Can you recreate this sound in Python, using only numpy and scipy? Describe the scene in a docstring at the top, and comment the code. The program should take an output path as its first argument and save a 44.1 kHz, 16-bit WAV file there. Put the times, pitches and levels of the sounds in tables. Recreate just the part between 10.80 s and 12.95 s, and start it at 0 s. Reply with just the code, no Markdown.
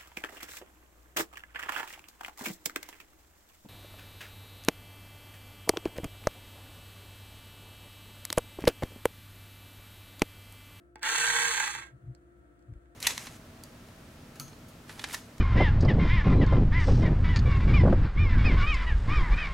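"""A faint appliance hum and soft noise fill a quiet room; a hand-held water flosser's button clicks close by.
Its small motor spins up and runs dry for under a second: jittered impacts of teeth and slack ring the case,
steady multiples of the shaft speed whine and whistle, noise and ticks make the brush rasp, the piston knocks.
As the motor coasts down, the hand starts to shift on the case: low swelling tones make soft thuds,
short impulses make ticks, and a trace of cloth noise brushes by."""
import sys
import numpy as np
from scipy import signal
from scipy.fft import rfft, irfft, next_fast_len
from scipy.io import wavfile
from scipy.ndimage import map_coordinates

SR = 44100
rng = np.random.default_rng(int(sys.argv[2]) if len(sys.argv) > 2 else 0)


def unload_wav(signal):
    """Save mono or channel-first audio to the path in sys.argv[1] as 16-bit WAV at rate SR, clipped to [-1, 1]."""
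    wavfile.write(
        sys.argv[1],
        SR,
        np.round(np.clip(np.atleast_2d(signal).T, -1, 1) * 32767).astype(np.int16),
    )


N = 94815

# Speed of the motor shaft. Each row: time in seconds, speed in Hz.
SHAFT_SPEED = [(.21, 70), (.25, 138), (.29, 150), (.335, 153.6), (.4, 154.8), (.6, 154.9), (.735, 155.2),
               (.8, 148), (.86, 128), (.92, 120), (1.0, 114), (1.12, 92)]
# Colour of the bright brush rasp, which the piston's snap shares. Each row: frequency in Hz, relative level in dB.
RASP_COLOUR = [(1500, -30), (2800, -8.5), (3500, -1), (4500, -2.5), (5400, -10.5), (5950, 1.5), (6220, 2.5),
               (6480, 2), (7000, 0.5), (7500, 0.5), (7900, -2), (8200, -10), (8650, -7.5), (9050, -1),
               (9500, -7.5), (10000, -11), (10900, -19), (11400, -24), (13500, -16), (15700, -28.5)]

SWITCH_ON_S = .21
FULL_SPEED_HZ = 155
TONE_FADE_DB_PER_HZ = 2  # whine and whistle fade as the shaft slows
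TEETH, SEGMENTS = 10, 6  # gear teeth and commutator segments that pass in one turn
TURNS_PER_STROKE = 4.615
STROKE_START = .506  # offset of the pump's cycle at time zero, as a fraction of a stroke
GEAR_STROKE_DB, BRUSH_STROKE_DB = 3.5, 0.88  # swing of the level with the pump's load, up and down
MESH_DB, MESH_SCATTER_DB, MESH_JITTER_S = -4, 4, .00005
RATTLE_DB, RATTLE_SCATTER_DB, RATTLE_JITTER_S = -3, 2.5, 0.00048
SCRAPE_DB, BRUSH_SCATTER_DB, BRUSH_JITTER_S = 5, 8, .00002
WHINE_WAVER_DB, WHISTLE_WAVER_DB = 5, 1
KNOCK_SNAP_DB = -17  # against the knock's body
PRESS_S = .1585  # the button bottoms out
RUB_DB = -11.5  # skin noise against the amplitude of the thud
SLEEVE_S, SLEEVE_HALF_S, SLEEVE_DB = 1.59, 0.02, -89  # centre, half length, level
GEAR_WET_DB, BRUSH_WET_DB, CLICK_WET_DB = -6.5, -14, -7  # reflections against direct sound
TOP_HZ = 15850


def amp(db):
    """Decibels to gain."""
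    return 10 ** (np.asarray(db) / 20)


def unit(x):
    """Scale to rms 1."""
    return x / np.sqrt(np.mean(x ** 2) + 1e-20)


def along(points, hz):
    """Read (Hz, value) points on a log frequency axis."""
    f, v = np.transpose(points)
    return np.interp(np.log(hz + 1), np.log(f + 1), v)


def curve(rows):
    """Read (s, value) points at every sample."""
    return np.interp(np.arange(N) / SR, *np.transpose(rows))


def wobble(rate):
    """A smooth random curve with rate knots a second."""
    knots = rng.standard_normal(int(N * rate / SR) + 4)
    return map_coordinates(knots, [np.arange(N) * rate / SR])


def filtered(x, response):
    """Apply a response given as a function of frequency."""
    m = 2 * next_fast_len(N)
    return irfft(rfft(x, m) * response(np.fft.rfftfreq(m, 1 / SR)), m)[..., :N]


def noise(points):
    """Coloured noise of rms 1."""
    return unit(filtered(rng.standard_normal(N), lambda hz: amp(along(points, hz))))


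def ring(points, size=2048):
    """Causal (minimum-phase) impulse response of energy 1 with the given colour."""
    cepstrum = irfft(np.log(amp(along(points, np.fft.rfftfreq(size, 1 / SR)))))
    # fold the cepstrum onto positive time
    cepstrum[1:size // 2] *= 2
    cepstrum[size // 2:] = 0
    h = irfft(np.exp(rfft(cepstrum)))
    return h / np.linalg.norm(h)


def through(x, h):
    """Excite an impulse response."""
    return signal.fftconvolve(x, h)[:N]


def pulses(times, sizes, order=8):
    """Impulses placed between samples with a windowed sinc."""
    at = np.asarray(times)[:, None] * SR
    i = np.floor(at).astype(int) + np.arange(1 - order, order + 1)
    w = np.sinc(i - at) * np.cos(np.pi * (i - at) / (2 * order)) ** 2
    sized = w * np.asarray(sizes)[:, None]
    return np.bincount(np.clip(i, 0, N).ravel(), sized.ravel(), N + 1)[:N]


def contacts(cycles, scatter_db, jitter_s, count=1):
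    """One uneven impact per cycle; the wear pattern repeats after count of them."""
    k = np.arange(1, int(cycles[-1]))
    wear = rng.standard_normal((count, 2))[k % count]
    chance = rng.standard_normal((N // 10, 2))[k]
    times = np.interp(k, cycles, np.arange(N) / SR)
    times = times + jitter_s * (chance[:, 0] + wear[:, 0])
    strength = chance[:, 1] + wear[:, 1] * (count > 1)
    return unit(pulses(times, amp(scatter_db * np.clip(strength, -2, 2))))


def case():
    """Response of the plastic case: a short coloured crack plus decaying modes."""
    # Colour of the crack. Each row: frequency in Hz, relative level in dB.
    crack_colour = [(100, -40), (260, -34), (470, -22), (620, -30.5), (720, -20), (830, 0.5), (1150, -8.5),
                    (1430, -4), (1600, -4.5), (1900, 1), (2250, -2), (2500, -13), (3450, -8.5),
                    (4400, -22.5), (6000, -25.5), (9000, -28.5), (15000, -57.5)]
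    # Ringing modes. Each row: frequency in Hz, relative level in dB, time to fall 60 dB in seconds.
    modes = [(505, -42.5, 0.046), (890, -34.5, .025), (915, -33, 0.029), (1098, -40.5, .06),
             (1360, -33, 0.067), (1601.5, -21, 0.074), (1680, -32, 0.09), (1846, -26, 0.029),
             (2178, -30.5, 0.061), (2298, -32.5, .05), (2595, -34, 0.12), (3160, -29.5, 0.015),
             (3382, -26, 0.033)]
    t = np.arange(SR // 8) / SR
    h = sum(amp(db - 60 * t / t60) * np.cos(2 * np.pi * hz * t) for hz, db, t60 in modes)
    h = h * amp(-3)
    crack = ring(crack_colour)
    h[:len(crack)] += crack
    return h / np.linalg.norm(h)


def placed(x, wet_db):
    """Stereo direct sound plus short noise-tail reflections that crossfade to a new set every 0.2 s."""
    # Level difference. Each row: frequency in Hz, left minus right in dB.
    tilt = [(100, 0.5), (400, 1), (800, -7), (1200, -2.5), (1550, -4.5), (2300, -8), (2900, 0.5),
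            (3500, -1), (5000, -0.5)]
    # Phase difference. Each row: frequency in Hz, lead of the left in radians.
    lead = [(100, 0), (500, -.3), (950, -1.3), (1350, -1.1), (1550, .4), (1800, 0), (2200, .9),
            (2900, -1.5), (3150, 0), (3500, -2.8), (3750, -2.6), (4200, .8), (4450, .9), (4750, 3),
            (5500, 3.2), (7000, 4.6), (8000, 6.1), (9000, 6.4), (10200, 7.7), (11000, 9.3), (12500, 9.5),
            (14000, 12.4)]
    # Decay of the reflections. Each row: frequency in Hz, time to fall 60 dB in seconds.
    decay = [(200, 0.087), (1500, 0.16), (8000, 0.019)]
    direct = filtered(x, lambda hz: np.exp(np.outer([.5j, -.5j], along(lead, hz))))
    wet = np.zeros((2, N))
    step = SR // 5
    for centre in range(0, N + step, step):
        hz, t, z = signal.stft(rng.standard_normal((2, SR // 5)), SR, nperseg=256)
        tails = signal.istft(z * amp(-60 * t / along(decay, hz)[:, None]), SR, nperseg=256)[1]
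        # equal-power crossfade between neighbouring sets
        part = x * np.sqrt(np.clip(1 - abs(np.arange(N) - centre) / step, 0, 1))
        wet += [through(part, h / np.linalg.norm(h)) for h in tails]
    both = (direct + amp(wet_db) * wet) / np.hypot(1, amp(wet_db))
    return filtered(both, lambda hz: amp(np.outer([.5, -.5], along(tilt, hz))))


def room_tone():
    """A slightly unsteady hum of sines in soft, wide room noise."""
    # Appliance hum. Each row: frequency in Hz, relative level in dB.
    hum_partials = [(59.4, -67), (118.6, -73), (297, -70.5), (348.5, -66.5), (506, -81.5), (694.6, -78),
                    (1324, -83.5)]
    # Colour of the room noise. Each row: frequency in Hz, relative level in dB.
    air_colour = [(20, -36.5), (40, -22), (65, 1.5), (88, -17.5), (125, -16), (170, -16.5), (260, -20),
                  (330, -13), (400, -26), (680, -24.5), (800, -37), (1000, -39.5), (1350, -29),
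                  (1900, -39.5), (2600, -47.5), (5400, -57.5), (7500, -53), (9500, -49), (11500, -64.5),
                  (14000, -57.5), (15500, -55)]
    # Width of the room noise. Each row: frequency in Hz, side against mid in dB.
    air_width = [(100, -13), (400, 0), (1500, 6.5), (8000, -2.5)]
    # Course of the room noise. Each row: time in seconds, relative level in dB.
    air_level = [(0, -59.5), (.15, -66.5), (1.0, -59.5), (1.3, -61.5), (1.6, -60.5), (2.15, -61)]
    t = np.arange(N) / SR
    hum = 0
    for hz, db in hum_partials:
        level = np.sqrt(2) * amp(db + 2.5 * wobble(7.8))
        hum = hum + level * np.sin(2 * np.pi * hz * t + 0.48 * wobble(7))
    mid, side = filtered(rng.standard_normal((2, N)), lambda hz: amp(along(air_colour, hz)))
    side = filtered(side, lambda hz: amp(along(air_width, hz)))
    air = amp(curve(air_level)) * unit(np.array([mid + side, mid - side]))
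    return (hum + air) * amp([[1.1], [-1.1]])  # left a little louder


def sleeve():
    """A very faint brush of cloth: a short swell of coloured noise."""
    # Colour of the cloth. Each row: frequency in Hz, relative level in dB.
    cloth_colour = [(1000, -19), (4000, -10), (8000, 3), (11000, -6.5), (14500, 3), (16000, -0.5)]
    swell = np.exp(-((np.arange(N) / SR - SLEEVE_S) / SLEEVE_HALF_S) ** 2)
    return amp(SLEEVE_DB) * swell * noise(cloth_colour)


def thuds():
    """The grip shifts: bell-shaped swells of a low tone with rubbing skin noise."""
    # Thuds of the grip. Each row: centre in seconds, half length in seconds, pitch in Hz, relative level in dB.
    grip_shifts = [(.98, 0.042, 131, -54), (1.148, 0.029, 129.3, -48), (1.248, 0.021, 127, -45),
                   (1.293, 0.032, 124.2, -36.5), (1.906, 0.02, 116.4, -39), (1.925, 0.0064, 112, -42),
                   (1.92, 0.017, 58, -44.5), (1.967, 0.016, 52, -43.5)]
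    # Colour of the rubbing skin. Each row: frequency in Hz, relative level in dB.
    skin_colour = [(20, -22), (50, 4), (130, -1), (220, -13), (400, -27), (1000, -65), (3000, -95)]
    t = np.arange(N) / SR
    rub = amp(RUB_DB) * noise(skin_colour)
    low = 0
    for s, half, hz, db in grip_shifts:
        swell = amp(db) * np.exp(-((t - s) / half) ** 2)
        low = low + swell * (np.cos(2 * np.pi * hz * (t - s)) + rub)
    return low * amp([[1.2], [-1.2]])  # left a little louder


def clicks():
    """Button, drive and case click: impulses ring the case and a bright snap; the pressed button rings its modes."""
    # Clicks of button, drive and case. Each row: time in seconds, body level in dB, snap level in dB.
    click_rows = [(.1575, -29, -35), (.184, -45.5, -54.5), (.1945, -38, -47.5), (.231, -20, -12),
                  (1.35, -48, -38.5), (1.793, -52, -53.5), (1.825, -57, -55), (1.938, -46.5, -54.5),
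                  (2.058, -48, -65.5)]
    # Modes of the button bottoming out. Each row: frequency in Hz, level in dB, time to fall 60 dB in seconds.
    press_modes = [(476.6, -49, 0.042), (861, -41.5, 0.046), (1050, -48, .02), (1510, -53, .025),
                   (2200, -46.5, 0.022)]
    # Colour of a plastic snap. Each row: frequency in Hz, relative level in dB.
    snap_colour = [(1000, -19), (2200, -8.5), (3500, -15.5), (4400, 5), (5400, 0), (6700, -6.5),
                   (7900, 0.5), (9000, -5.5), (10000, -19), (13000, -14), (16000, -26)]
    s, body_db, snap_db = np.transpose(click_rows)
    t = np.maximum(np.arange(N) / SR - PRESS_S, 0)
    press = sum(amp(db - 60 * t / t60) * np.sin(2 * np.pi * hz * t) for hz, db, t60 in press_modes)
    body = through(pulses(s, amp(body_db)), case())
    snap = through(pulses(s, amp(snap_db)), ring(snap_colour))
    return press + body + snap


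def knocks():
    """Now and then the dry piston strikes hard: impulses into the case with a bright snap."""
    # Hard knocks of the piston. Each row: time in seconds, level in dB.
    piston_blows = [(.2535, -11), (.293, -5.5), (0.348, -10), (0.383, -8.5), (.443, -4.5), (0.502, -3.5),
                    (.504, -7.5), (0.591, -8), (.609, -7.5), (0.653, -9.5), (.778, -6), (0.801, -8.5),
                    (.804, -5.5), (.834, -12.5), (.878, -8), (.952, -9.5), (.961, -15.5), (0.988, -17.5),
                    (0.997, -20)]
    s, db = np.transpose(piston_blows)
    blows = pulses(s, amp(db))
    return through(blows, case()) + amp(KNOCK_SNAP_DB) * through(blows, ring(RASP_COLOUR))


def tones(turns, orders, waver_db):
    """Slightly unsteady sines at multiples of the shaft speed, fading as it slows."""
    fade_db = TONE_FADE_DB_PER_HZ * (curve(SHAFT_SPEED) - FULL_SPEED_HZ)
    total = 0
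    for k, db in orders:
        level = amp(db + waver_db * wobble(30))
        total = total + level * np.sin(2 * np.pi * k * turns + 0.34 * wobble(18))
    return amp(fade_db) * total


def brushes(turns, load):
    """The brushes tick over each commutator segment, scrape in between and whistle."""
    # Course of the brushes. Each row: time in seconds, level in dB.
    brush_level = [(.215, -81.5), (.235, -42.5), (.28, -35.5), (.35, -32.5), (.6, -32), (.8, -35.5),
                   (.88, -39.5), (1.0, -51.5), (1.08, -67), (1.13, -92)]
    # Whistle of the commutator. Each row: multiple of the shaft speed, relative level in dB.
    whistle = [(42, -20.5), (48, -19.5), (54, -18.5), (60, -19.5), (61, -17.5)]
    ticks = contacts(SEGMENTS * turns, BRUSH_SCATTER_DB, BRUSH_JITTER_S, count=6)
    # the scrape swells once and twice a turn
    swell_db = 1.1 * np.cos(4 * np.pi * turns) + 0.97 * np.cos(2 * np.pi * turns)
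    scrape = unit(rng.standard_normal(N) * amp(swell_db))
    level = amp(curve(brush_level) + BRUSH_STROKE_DB * load)
    rasp = through(level * unit(ticks + amp(SCRAPE_DB) * scrape), ring(RASP_COLOUR))
    return rasp + level * tones(turns, whistle, WHISTLE_WAVER_DB)


def gears(turns, load):
    """Teeth mesh and whine; the slack rattles twice a turn; both impacts hit harder under the pump's load."""
    # Course of the gear train. Each row: time in seconds, level in dB.
    gear_level = [(.212, -61.5), (.22, -47.5), (.235, -31.5), (.27, -31.5), (.45, -32), (.59, -31),
                  (.72, -34), (.81, -33.5), (.885, -35.5), (.915, -40.5), (.96, -42.5), (1.04, -49.5),
                  (1.1, -67.5), (1.14, -84.5)]
    # Clean whine. Each row: multiple of the shaft speed, relative level in dB.
    whine = [(1, -30.5), (3, -19), (7, -18.5), (8, -17), (9, -23), (10, -6), (12, -16.5), (17, -15)]
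    mesh = contacts(TEETH * turns, MESH_SCATTER_DB, MESH_JITTER_S, count=10)
    rattle = contacts(2 * turns, RATTLE_SCATTER_DB, RATTLE_JITTER_S)
    impacts = amp(MESH_DB) * mesh + amp(RATTLE_DB) * rattle
    level = amp(curve(gear_level))
    body = through(level * unit(amp(GEAR_STROKE_DB * load)) * impacts, case())
    return body + level * tones(turns, whine, WHINE_WAVER_DB)


def scene():
    """Once switched on, the shaft drives gears, pump and brushes; hand and room sound around them."""
    turns = np.cumsum(curve(SHAFT_SPEED)) / SR
    running = np.arange(N) / SR > SWITCH_ON_S
    load = np.cos(2 * np.pi * (turns / TURNS_PER_STROKE + STROKE_START))
    drive = placed(running * gears(turns, load) + knocks(), GEAR_WET_DB)
    rasp = placed(running * brushes(turns, load), BRUSH_WET_DB)
    return room_tone() + sleeve() + thuds() + placed(clicks(), CLICK_WET_DB) + rasp + drive


def record(dry):
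    """Cut everything from the band limit up."""
    return filtered(dry, lambda hz: hz < TOP_HZ)


dry = scene()
out = record(dry)
unload_wav(out)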